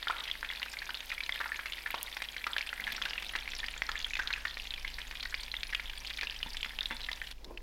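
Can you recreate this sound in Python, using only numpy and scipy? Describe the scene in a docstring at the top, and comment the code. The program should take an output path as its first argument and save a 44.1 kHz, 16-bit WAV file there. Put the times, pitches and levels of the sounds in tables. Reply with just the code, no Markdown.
"""A kitchen: shallow oil crackles in a frying pan as a breaded cutlet is lifted out and laid on paper.
Each steam bubble is a burst ringing a damped cavity, echoed by the pan wall; shaped noise makes the wash,
and random clicks the fizz. Sharp spits stand out, a dish is knocked, and sparse reflections form the room.
Mains hum, rumble and room tone lie beneath. Near the end the pan drops as if heard from much farther off,
and a lid slides, bumps and rings."""
import sys
import numpy as np
from scipy import signal
from scipy.fft import rfft, irfft
from scipy.io import wavfile

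SR = 44100
rng = np.random.default_rng(int(sys.argv[2]) if len(sys.argv) > 2 else 0)


def output_pcm(signal):
    """Save a mono or channel-first signal as 16-bit PCM at the path in sys.argv[1].

    Samples are clipped to [-1, 1] before scaling.
    """
    pcm = np.clip(np.atleast_2d(signal).T, -1, 1) * 32767
    wavfile.write(sys.argv[1], SR, np.round(pcm).astype(np.int16))


N = 336042
TIME = np.arange(N) / SR

# the oil calms as it goes: bubbles weaken (dB per s) and shift in pitch (octaves per s)
CALM_DB_PER_S, PITCH_RISE_OCT_PER_S = 0.31, 0.027
# the cutlet is swung over, then lands on the paper (s)
CARRY_S, LAND_S = 2.87, 3.98


# bubbles that stand out from the crackle: [t/s, energy level/dB, f/Hz, resonance Q]
LOUD_POPS = [(0.0712, -5.5, 1540, 3.8), (0.0826, -6.5, 3300, 5.8), (0.0987, -5, 1120, 2.3),
             (0.1043, -4, 1370, 8.7), (0.3133, -5.0, 3340, 18.4), (0.429, -8.5, 1620, 3.2),
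             (0.4894, -12.5, 3380, 20), (0.5018, -9.5, 1990, 4.4), (0.6183, -12, 2030, 2.7),
             (0.6294, -6.5, 2900, 12), (0.7695, -12, 2190, 22), (0.8184, -12.5, 1800, 5.3),
             (0.8918, -10.5, 1320, 3.4), (0.944, -11, 3000, 5), (1.117, -7, 2220, 7.2),
             (1.1792, -11.0, 2120, 9.5), (1.2052, -7.0, 2500, 7.1), (1.2925, -4.5, 2150, 6.6),
             (1.323, -8.0, 3436, 13), (1.4024, -8, 1420, 3.6), (1.4113, -6.5, 1600, 3.6),
             (1.4573, -9.5, 1480, 3.9), (1.5188, -5.5, 1842, 8.4), (1.5918, -9, 1640, 4.8),
             (1.6579, -10, 2020, 2.1), (1.722, -11, 3100, 3.7), (1.7333, -12.5, 3140, 8),
             (1.8601, -6.0, 1820, 8), (1.9045, -10, 2120, 8), (1.942, -6, 948, 1.03),
             (2.1675, -9, 1700, 1.3), (2.22, -8.0, 2500, 1.6), (2.2872, -12.5, 3195, 10),
             (2.3651, -10.0, 2084, 5.8), (2.4409, -8, 2547, 7), (2.4667, -4.5, 1330, 2.1),
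             (2.5329, -8.5, 3420, 11), (2.565, -4, 1760, 6.4), (2.5822, -5.0, 2940, 4.4),
             (2.6095, -7.5, 2290, 13), (2.6912, -10.5, 2800, 4), (2.729, -8, 1740, 2.7),
             (2.7982, -9.5, 2060, 8.9), (2.8402, -11.5, 3220, 13.5), (2.8686, -9.5, 2270, 6),
             (2.8758, -7.0, 1880, 3), (3.0167, -9.0, 1930, 1.7), (3.0217, -7, 3310, 5.7),
             (3.0529, -7.0, 2480, 1.6), (3.0579, -9, 1500, 8), (3.1331, -9.5, 2950, 9.1),
             (3.1792, -7.5, 2690, 9.8), (3.2233, -13.5, 2770, 1.25), (3.3528, -5, 1823, 2.6),
             (3.3602, -8.5, 2750, 1.3), (3.4768, -10.5, 2310, 5.4), (3.5343, -12, 2286, 2.7),
             (3.6305, -11.0, 1820, 5), (3.6408, -9, 2110, 4.6), (3.6838, -9.5, 2624, 5.8),
             (3.82, -2.5, 2030, 3.5), (3.8898, -5.0, 1572, 2.7), (3.9171, -11.5, 3850, 3.5),
             (3.955, -9, 1867, 3.7), (4.045, -4.0, 3420, 12), (4.1347, -7.5, 2546, 23),
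             (4.1532, -6.5, 2670, 7.7), (4.1682, -10.5, 2280, 5.3), (4.1915, -7, 1600, 1.5),
             (4.1968, -3.0, 1570, 10), (4.2742, -7.0, 3640, 5), (4.3045, -7, 1683, 5),
             (4.3288, -8.5, 3860, 5.6), (4.3363, -4.0, 2556, 10), (4.452, -3.5, 1820, 4.4),
             (4.571, -12, 2020, 3.6), (4.7063, -10, 3580, 12), (4.739, -9.5, 3077, 6),
             (4.8475, -8.0, 2100, 6.2), (4.9841, -12.0, 1802, 3.6), (5.2284, -13.5, 2940, 2.76),
             (5.2552, -10, 1823, 5.3), (5.3425, -5, 2503, 4.5), (5.5163, -10.5, 3956, 17),
             (5.5408, -8.5, 2258, 5.2), (5.5667, -9.5, 3500, 12), (5.6322, -7, 3070, 2.9),
             (5.7264, -13, 1970, 2.7), (5.7309, -8, 1944, 4), (5.748, -2.5, 2720, 10.8),
             (5.797, -9, 1999, 2.9), (5.8965, -12.0, 2753, 3.3), (6.1022, -13, 3220, 2.7),
             (6.2116, -10, 2340, 2.9), (6.2306, -8.5, 1708, 1.4), (6.2708, -8.5, 2805, 7.1),
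             (6.298, -10.5, 3080, 8), (6.4294, -5.5, 2960, 8.9), (6.569, -10, 3010, 2.74),
             (6.6298, -6.5, 2780, 5.6), (6.6462, -9, 2580, 2.8), (6.7885, -7.5, 2960, 6.6),
             (6.808, -5, 3655, 15.6), (6.8574, -6, 3500, 7.2), (7.0875, -7, 1942, 6.5),
             (7.1153, -11, 3240, 2), (7.1304, -12.0, 4200, 5), (7.2165, -9, 1790, 5.3),
             (7.445, -20.5, 5090, 2.4), (7.5742, -15.5, 2670, 5)]
# pitch quantiles before the drift, evenly spaced, of the middling, lesser and tiny bubbles: [f/Hz]
SIMMER_PITCHES = [1540, 2100, 2470, 2950, 3510, 4820]
LESSER_PITCHES = [1400, 2330, 2460, 3000, 3550, 5540]
TINY_PITCHES = [4400, 5020, 6800, 10050]
# spectrum of the wash of the whole pan: [f/Hz, relative level/dB per Hz]
WASH_SPECTRUM = [(100, -22), (240, -1), (380, -4), (1000, 3), (1200, -4), (1900, 2.5), (3500, 2.5),
                 (5000, -5), (7000, -11), (16000, -29)]
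# spectrum of the fizzing foam: [f/Hz, relative level/dB per Hz]
FIZZ_SPECTRUM = [(2000, -51.5), (4500, -37), (6500, -11), (8500, 3), (12500, 7.5), (15500, -2)]
# fizz level before the pan becomes distant: [t/s, level/dB]
FIZZ_LEVEL = [(0, -62.5), (1.3, -61), (2.9, -61.5), (3.8, -66.5), (5.2, -64), (7.3, -64.5)]


def frying():
    """Loud pops, steady bubbling, lesser pops, tiny ticks, the wash of the whole pan and its foam's fizz."""
    far_s, far_db = 7.329, -22  # the bed of the pan becomes distant
    near = level([(far_s - .002, 0), (far_s + .002, far_db)])
    loud_rows = list(LOUD_POPS) + gurgles() + flurries()
    loud = bubbles(loud_rows, opening_s=0.0004, splash_db=-3.5, splash_s=0.0024, echo_db=-19)
    simmer_rows = random_bubbles(SIMMER_PITCHES, per_s=22, top_db=-11.3, range_db=7, sharpness=4.5)
    simmer = bubbles(simmer_rows, opening_s=0.00035, splash_db=-4.5, splash_s=0.0032, echo_db=-19)
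    lesser_rows = random_bubbles(LESSER_PITCHES, per_s=125, top_db=-16.0, range_db=15.5, sharpness=5.1)
    lesser = bubbles(lesser_rows, opening_s=0.000081, splash_db=-2, splash_s=0.0023, echo_db=-12.0)
    tiny_rows = random_bubbles(TINY_PITCHES, per_s=75, top_db=-21.5, range_db=21.5, sharpness=8.0)
    tiny = bubbles(tiny_rows, opening_s=.00025, splash_db=-1.5, splash_s=0.0006, echo_db=-13)
    # oil dripping off the cutlet stirs the pan
    flare = 1 + swell(CARRY_S, db=-2.5, rise_s=.11, fall_db_per_s=14)
    pops = loud + (simmer + (lesser + tiny) * flare) * near
    wash = amp(-55.0 - CALM_DB_PER_S * TIME) * noise(WASH_SPECTRUM) * flare
    fizz = crackle(FIZZ_SPECTRUM, per_s=5500, spread_db=4.0) * level(FIZZ_LEVEL)
    cracks = spits(snap_s=0.00015, spray_db=-15, spray_s=0.0023)
    reflections = amp(-10.5) * kitchen(pops + .2 * cracks)
    # loud pops and spits stay direct; everything else drops with the distance
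    return pops + cracks + near * (wash + fizz + reflections)


# how oil and pan colour every pop: [f/Hz, level/dB]
PAN_COLOUR = [(200, -4.5), (420, -2), (550, 2), (680, -3), (950, 4), (1150, -1), (1900, 2.5), (2800, -1.5),
              (3500, 2), (5000, -2), (6300, -9.5), (9000, -16), (15000, -12)]


def bubbles(rows, opening_s, splash_db, splash_s, echo_db):
    """A bubble's film opens and splashes; its cavity rings for a few cycles, and the pan wall echoes it."""
    out, t = np.zeros(N), np.arange(1024) / SR
    lead = 32  # samples of silence before each pop, so that its soft start is kept whole
    f = np.fft.rfftfreq(len(t), 1 / SR) + 1
    pan = amp(read(PAN_COLOUR, f))
    for s, db, hz, q in rows:
        size = 2500 / hz  # large bubbles are low and splash longer
        cavity = 1 / (1 + 1j * q * (f / hz - hz / f))
        film = rng.standard_normal(len(t)) * np.exp(-t / (splash_s * size))
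        wet = amp(splash_db + 3.2 * rng.standard_normal())  # some burst cleanly, some splutter
        burst = rng.choice([-1, 1]) + wet * rfft(film / np.linalg.norm(film))
        # four echoes of random sign
        delay_s = rng.uniform(0.001048, .006, size=(4, 1))
        echoes = rng.choice([-1, 1], size=4) @ np.exp(-2j * np.pi * f * delay_s)
        walls = 1 + amp(echo_db) * echoes
        opening = 1 - np.exp(-t / (opening_s * size * rng.uniform(0.048, 2.5)))
        pop = irfft(burst * cavity * walls) * opening
        pop = irfft(rfft(np.roll(pop, lead)) * pan)
        add(out, s - lead / SR, amp(db) * pop / np.linalg.norm(pop))
    return out


def gurgles(count=8):
    """Rows for the daughter bubbles that follow each large pop, near its pitch and ever weaker."""
    below_hz, length_s = 1700, .14  # pops lower than this break up, over this long
    under_db, fall_db_per_s = -16, 57  # level against the parent, and how it falls
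    rows = []
    for s, db, hz, q in LOUD_POPS:
        when, pitch = rng.random((2, count))
        if hz < below_hz:
            after = length_s * (np.arange(count) + when) / count
            energy_db = db + under_db - fall_db_per_s * after
            rows += zip(s + after, energy_db, hz * (0.81 + .45 * pitch), [q] * count)
    return rows


# patches of foam that collapse: [start t/s, energy level of each bubble/dB, centre f/Hz]
FOAM_FLURRIES = [(0.236, -16, 2380), (0.53, -18, 3330), (1.33, -18, 3370), (1.925, -18.5, 3440),
                 (2.9, -15, 2900), (3.96, -16.5, 3500), (5.19, -16, 3705), (6.05, -18.5, 3550),
                 (6.16, -13, 2880), (7.0, -17.5, 3380)]


def flurries(count=5):
    """Rows for foam collapsing in small bubbles in quick succession, scattered in pitch."""
    length_s, scatter_oct, q = .07, 0.42, 4.7
    rows = []
    for s, db, hz in FOAM_FLURRIES:
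        when, pitch = rng.random((2, count))
        after = length_s * (np.arange(count) + when) / count
        rows += zip(s + after, [db] * count, hz * 2 ** (scatter_oct * (2 * pitch - 1)), [q] * count)
    return rows


def random_bubbles(pitches, per_s, top_db, range_db, sharpness, count=2000):
    """Rows for a crowd of mostly weak bubbles, each early or late on an even flow of steam."""
    when, strength, pitch, ringing = rng.random((count, 4)).T
    s = (np.arange(count) + 2 * when - .5) / per_s
    late = s - N / SR / 2  # the drifts are zero halfway through
    db = top_db - range_db * np.sqrt(strength) - CALM_DB_PER_S * late
    hz = np.interp(pitch, np.linspace(0, 1, len(pitches)), pitches)
    hz = hz * 2 ** (PITCH_RISE_OCT_PER_S * late)
    size = 2500 / hz  # large bubbles are the most damped
    q = sharpness / np.maximum(size, np.sqrt(size)) * (0.57 + 0.93 * ringing)
    # the random bubbles pause for a moment before each loud pop, so that its onset stands clear
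    pause_s = .014
    wait = np.array(LOUD_POPS)[:, 0] - s[:, None]
    paused = ((wait > 0) & (wait < pause_s)).any(axis=1)
    return np.c_[s, db, hz, q][(s < N / SR) & ~paused]


def crackle(spectrum, per_s, spread_db):
    """Tiny clicks at random moments, most weak and a few strong, coloured and set to rms 1."""
    size = amp(spread_db * np.minimum(rng.exponential(1, N), 5)) * rng.choice([-1, 1], N)
    return colour(size * (rng.random(N) < per_s / SR), spectrum)


# sharp spits of oil, each cracking 1.5 ms after its t: [t/s, peak level/dB]
OIL_SPITS = [(0.9358, -34), (1.057, -30), (1.3583, -29), (1.9071, -26), (2.0286, -12.5), (2.804, -25),
             (2.922, -28)]
# spectrum of a spit: [f/Hz, relative level/dB per Hz]
SPIT_SPECTRUM = [(100, -55), (3000, -15), (8000, -11), (11000, -5.5), (14000, -3), (17000, -6)]


def spits(snap_s, spray_db, spray_s):
    """A drop of water flashes to steam: a very short crack and a little spray."""
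    out, t = np.zeros(N), np.arange(-64, 1000) / SR
    for s, db in OIL_SPITS:
        shape = (t >= 0) * (np.exp(-abs(t) / snap_s) + amp(spray_db) * np.exp(-abs(t) / spray_s))
        crack = colour(rng.standard_normal(len(t)) * shape, SPIT_SPECTRUM)
        add(out, s, amp(db) * crack / abs(crack).max())
    return out


# spectrum of the carrying shuffle: [f/Hz, relative level/dB per Hz]
SHUFFLE_SPECTRUM = [(80, -4), (220, 8.5), (420, -10), (700, 6.5), (2500, -23)]
# spectrum of crumbs on paper: [f/Hz, relative level/dB per Hz]
PAPER_SPECTRUM = [(1000, -8), (4500, 6), (7000, 11), (9000, -28), (15000, -34)]


def handling():
    """A shuffle as the cutlet is carried over, crumbs on paper, knocks and a lid."""
    shuffle = noise(SHUFFLE_SPECTRUM) * swell(CARRY_S, db=-57.5, rise_s=0.21, fall_db_per_s=17.5)
    crumbs = crackle(PAPER_SPECTRUM, per_s=58, spread_db=4.5)
    paper = crumbs * swell(LAND_S, db=-53.5, rise_s=0.056, fall_db_per_s=25)
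    direct = shuffle + paper + knocks(contact_s=0.013) + lid(ring_db=-50)
    return direct + amp(-7.5) * kitchen(direct)


# knocks on a dish: [t/s, ring gain/dB, contact gain/dB, extra damping by the hand/dB per s]
DISH_KNOCKS = [(6.462, -43, -47, 400), (6.66, -50.5, -53, 250), (6.909, -42.5, -33.5, 33)]
# modes of the dish, before the hand damps it: [f/Hz, relative level/dB, t60/s]
DISH_MODES = [(237.9, -2.5, 0.18), (300, -7.5, 0.12), (530, -12.5, .36), (900, -2.5, 0.31), (950, -5, 0.27),
              (970, -8, 0.23), (2150, -10, .25), (3500, -1, .35)]


def knocks(contact_s):
    """A short burst of contact noise, and the dish rings on under the hand."""
    out, t = np.zeros(N), np.arange(SR // 2) / SR
    ring = modes(DISH_MODES, t)
    for s, ring_db, contact_db, damping in DISH_KNOCKS:
        contact = colour(rng.standard_normal(len(t)), [(200, -13.5), (1900, 7), (3600, -2), (7000, -44)])
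        damped = amp(ring_db - damping * t) * ring
        add(out, s, damped + amp(contact_db) * contact * np.exp(-t / contact_s))
    return out


# spectrum of the lid's slide and thud: [f/Hz, relative level/dB per Hz]
THUD_SPECTRUM = [(150, -9), (340, 0), (490, -2), (600, -1), (720, -8), (1000, -4), (1300, -21), (4000, -37)]
# modes of the lid and its bowl: [f/Hz, relative level/dB, t60/s]
LID_MODES = [(349, 1, 0.26), (597, -13, 0.095), (967, -7, .2)]


def lid(ring_db):
    """A lid slides on its bowl, bumps with a dull thud and rings briefly."""
    slide_s, bump_s = 7.475, 7.509
    ring = modes(LID_MODES, np.maximum(TIME - bump_s, 0))  # silent until the bump
    slide = swell(slide_s, db=-55, rise_s=0.14, fall_db_per_s=80)
    bump = swell(bump_s, db=-44.5, rise_s=0.0091, fall_db_per_s=1290)
    return noise(THUD_SPECTRUM) * (slide + bump) + amp(ring_db) * ring


# kitchen reverberation: [f/Hz, t60/s]
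KITCHEN_DECAY = [(200, 0.54), (1200, 0.62), (4000, 0.18), (12000, 0.75)]


def kitchen(x):
    """Sparse reflections of random sign, each band dying at its own speed."""
    length = SR // 2
    after_gap = np.arange(length) > .007 * SR
    taps = rng.choice([-1, 1], length) * (rng.random(length) < .08) * after_gap
    hz, t, z = signal.stft(taps, SR, nperseg=256)
    decay = amp(-60 * t / read(KITCHEN_DECAY, hz)[:, None])
    tail = signal.istft(z * decay, SR)[1]
    return signal.fftconvolve(x, tail / np.linalg.norm(tail))[:N]


# mains hum before the microphone's move sets its gain: [f/Hz, rms level/dB]
HUM_PARTIALS = [(50, -56), (150, -75), (250, -76)]
# spectrum of the deep rumble: [f/Hz, relative level/dB per Hz]
RUMBLE_SPECTRUM = [(8, -23), (22, -1.5), (55, -26), (300, -77)]
# spectrum of the quiet room: [f/Hz, relative level/dB per Hz]
ROOM_SPECTRUM = [(80, 1), (700, -5), (1600, -9), (5000, -8.5), (8000, -20), (16000, -19)]
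# start and end of the microphone's move across to the plate: [t/s, t/s]
MIC_MOVE = (2.62, 3.83)


def background():
    """Steady mains partials and deep rumble that grow with the microphone's move, over room tone."""
    moved = np.interp(TIME, MIC_MOVE, [0, 1])
    hum = np.zeros(N)
    for hz, db in HUM_PARTIALS:
        hum += amp(db) * np.sqrt(2) * np.sin(2 * np.pi * (hz * TIME + rng.random()))
    hum = hum * amp(-3 + 5.2 * moved)
    rumble = noise(RUMBLE_SPECTRUM) * amp(-58.0 + 9.7 * moved)
    return hum + rumble + amp(-63.5) * noise(ROOM_SPECTRUM)


def amp(db):
    """Decibels to gain."""
    return 10 ** (np.asarray(db) / 20)


def unit(x):
    """Scales to rms 1."""
    return x / np.sqrt(np.mean(x ** 2) + 1e-20)


def read(points, hz):
    """Reads a table on a log-frequency axis."""
    f, value = np.transpose(points)
    return np.interp(np.log(hz + 1), np.log(f + 1), value)


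def level(curve):
    """A dB curve as a gain for every sample."""
    return amp(np.interp(TIME, *np.transpose(curve)))


def swell(peak_s, db, rise_s, fall_db_per_s):
    """A gain that rises to its peak and then dies away."""
    since = TIME - peak_s
    rise = np.clip(1 + since / rise_s, 0, 1) ** 2
    return rise * amp(db - fall_db_per_s * np.maximum(since, 0))


def modes(table, t):
    """Sums decaying sines, one for each resonance of a struck object."""
    return sum(amp(db - 60 * t / t60) * np.sin(2 * np.pi * hz * t) for hz, db, t60 in table)


def colour(x, spectrum):
    """Gives x a spectrum, at rms 1."""
    gain = amp(read(spectrum, np.fft.rfftfreq(len(x), 1 / SR)))
    return unit(irfft(rfft(x) * gain, len(x)))


def noise(spectrum):
    """Steady noise with a spectrum, at rms 1."""
    return colour(rng.standard_normal(N), spectrum)


def add(mix, s, sound):
    """Mixes a sound in at a time."""
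    part = mix[max(0, round(s * SR)):][:len(sound)]
    part += sound[:len(part)]


def scene():
    """Pan, handling and background summed at one microphone."""
    return (frying() + handling() + background())[None]


def record(dry):
    """A steep low-pass limits the treble."""
    edge_hz = 16000
    lowpass = signal.firwin(511, edge_hz, window=("kaiser", 9), fs=SR)
    return signal.oaconvolve(dry, lowpass[None], "same")


dry = scene()
out = record(dry)
output_pcm(out)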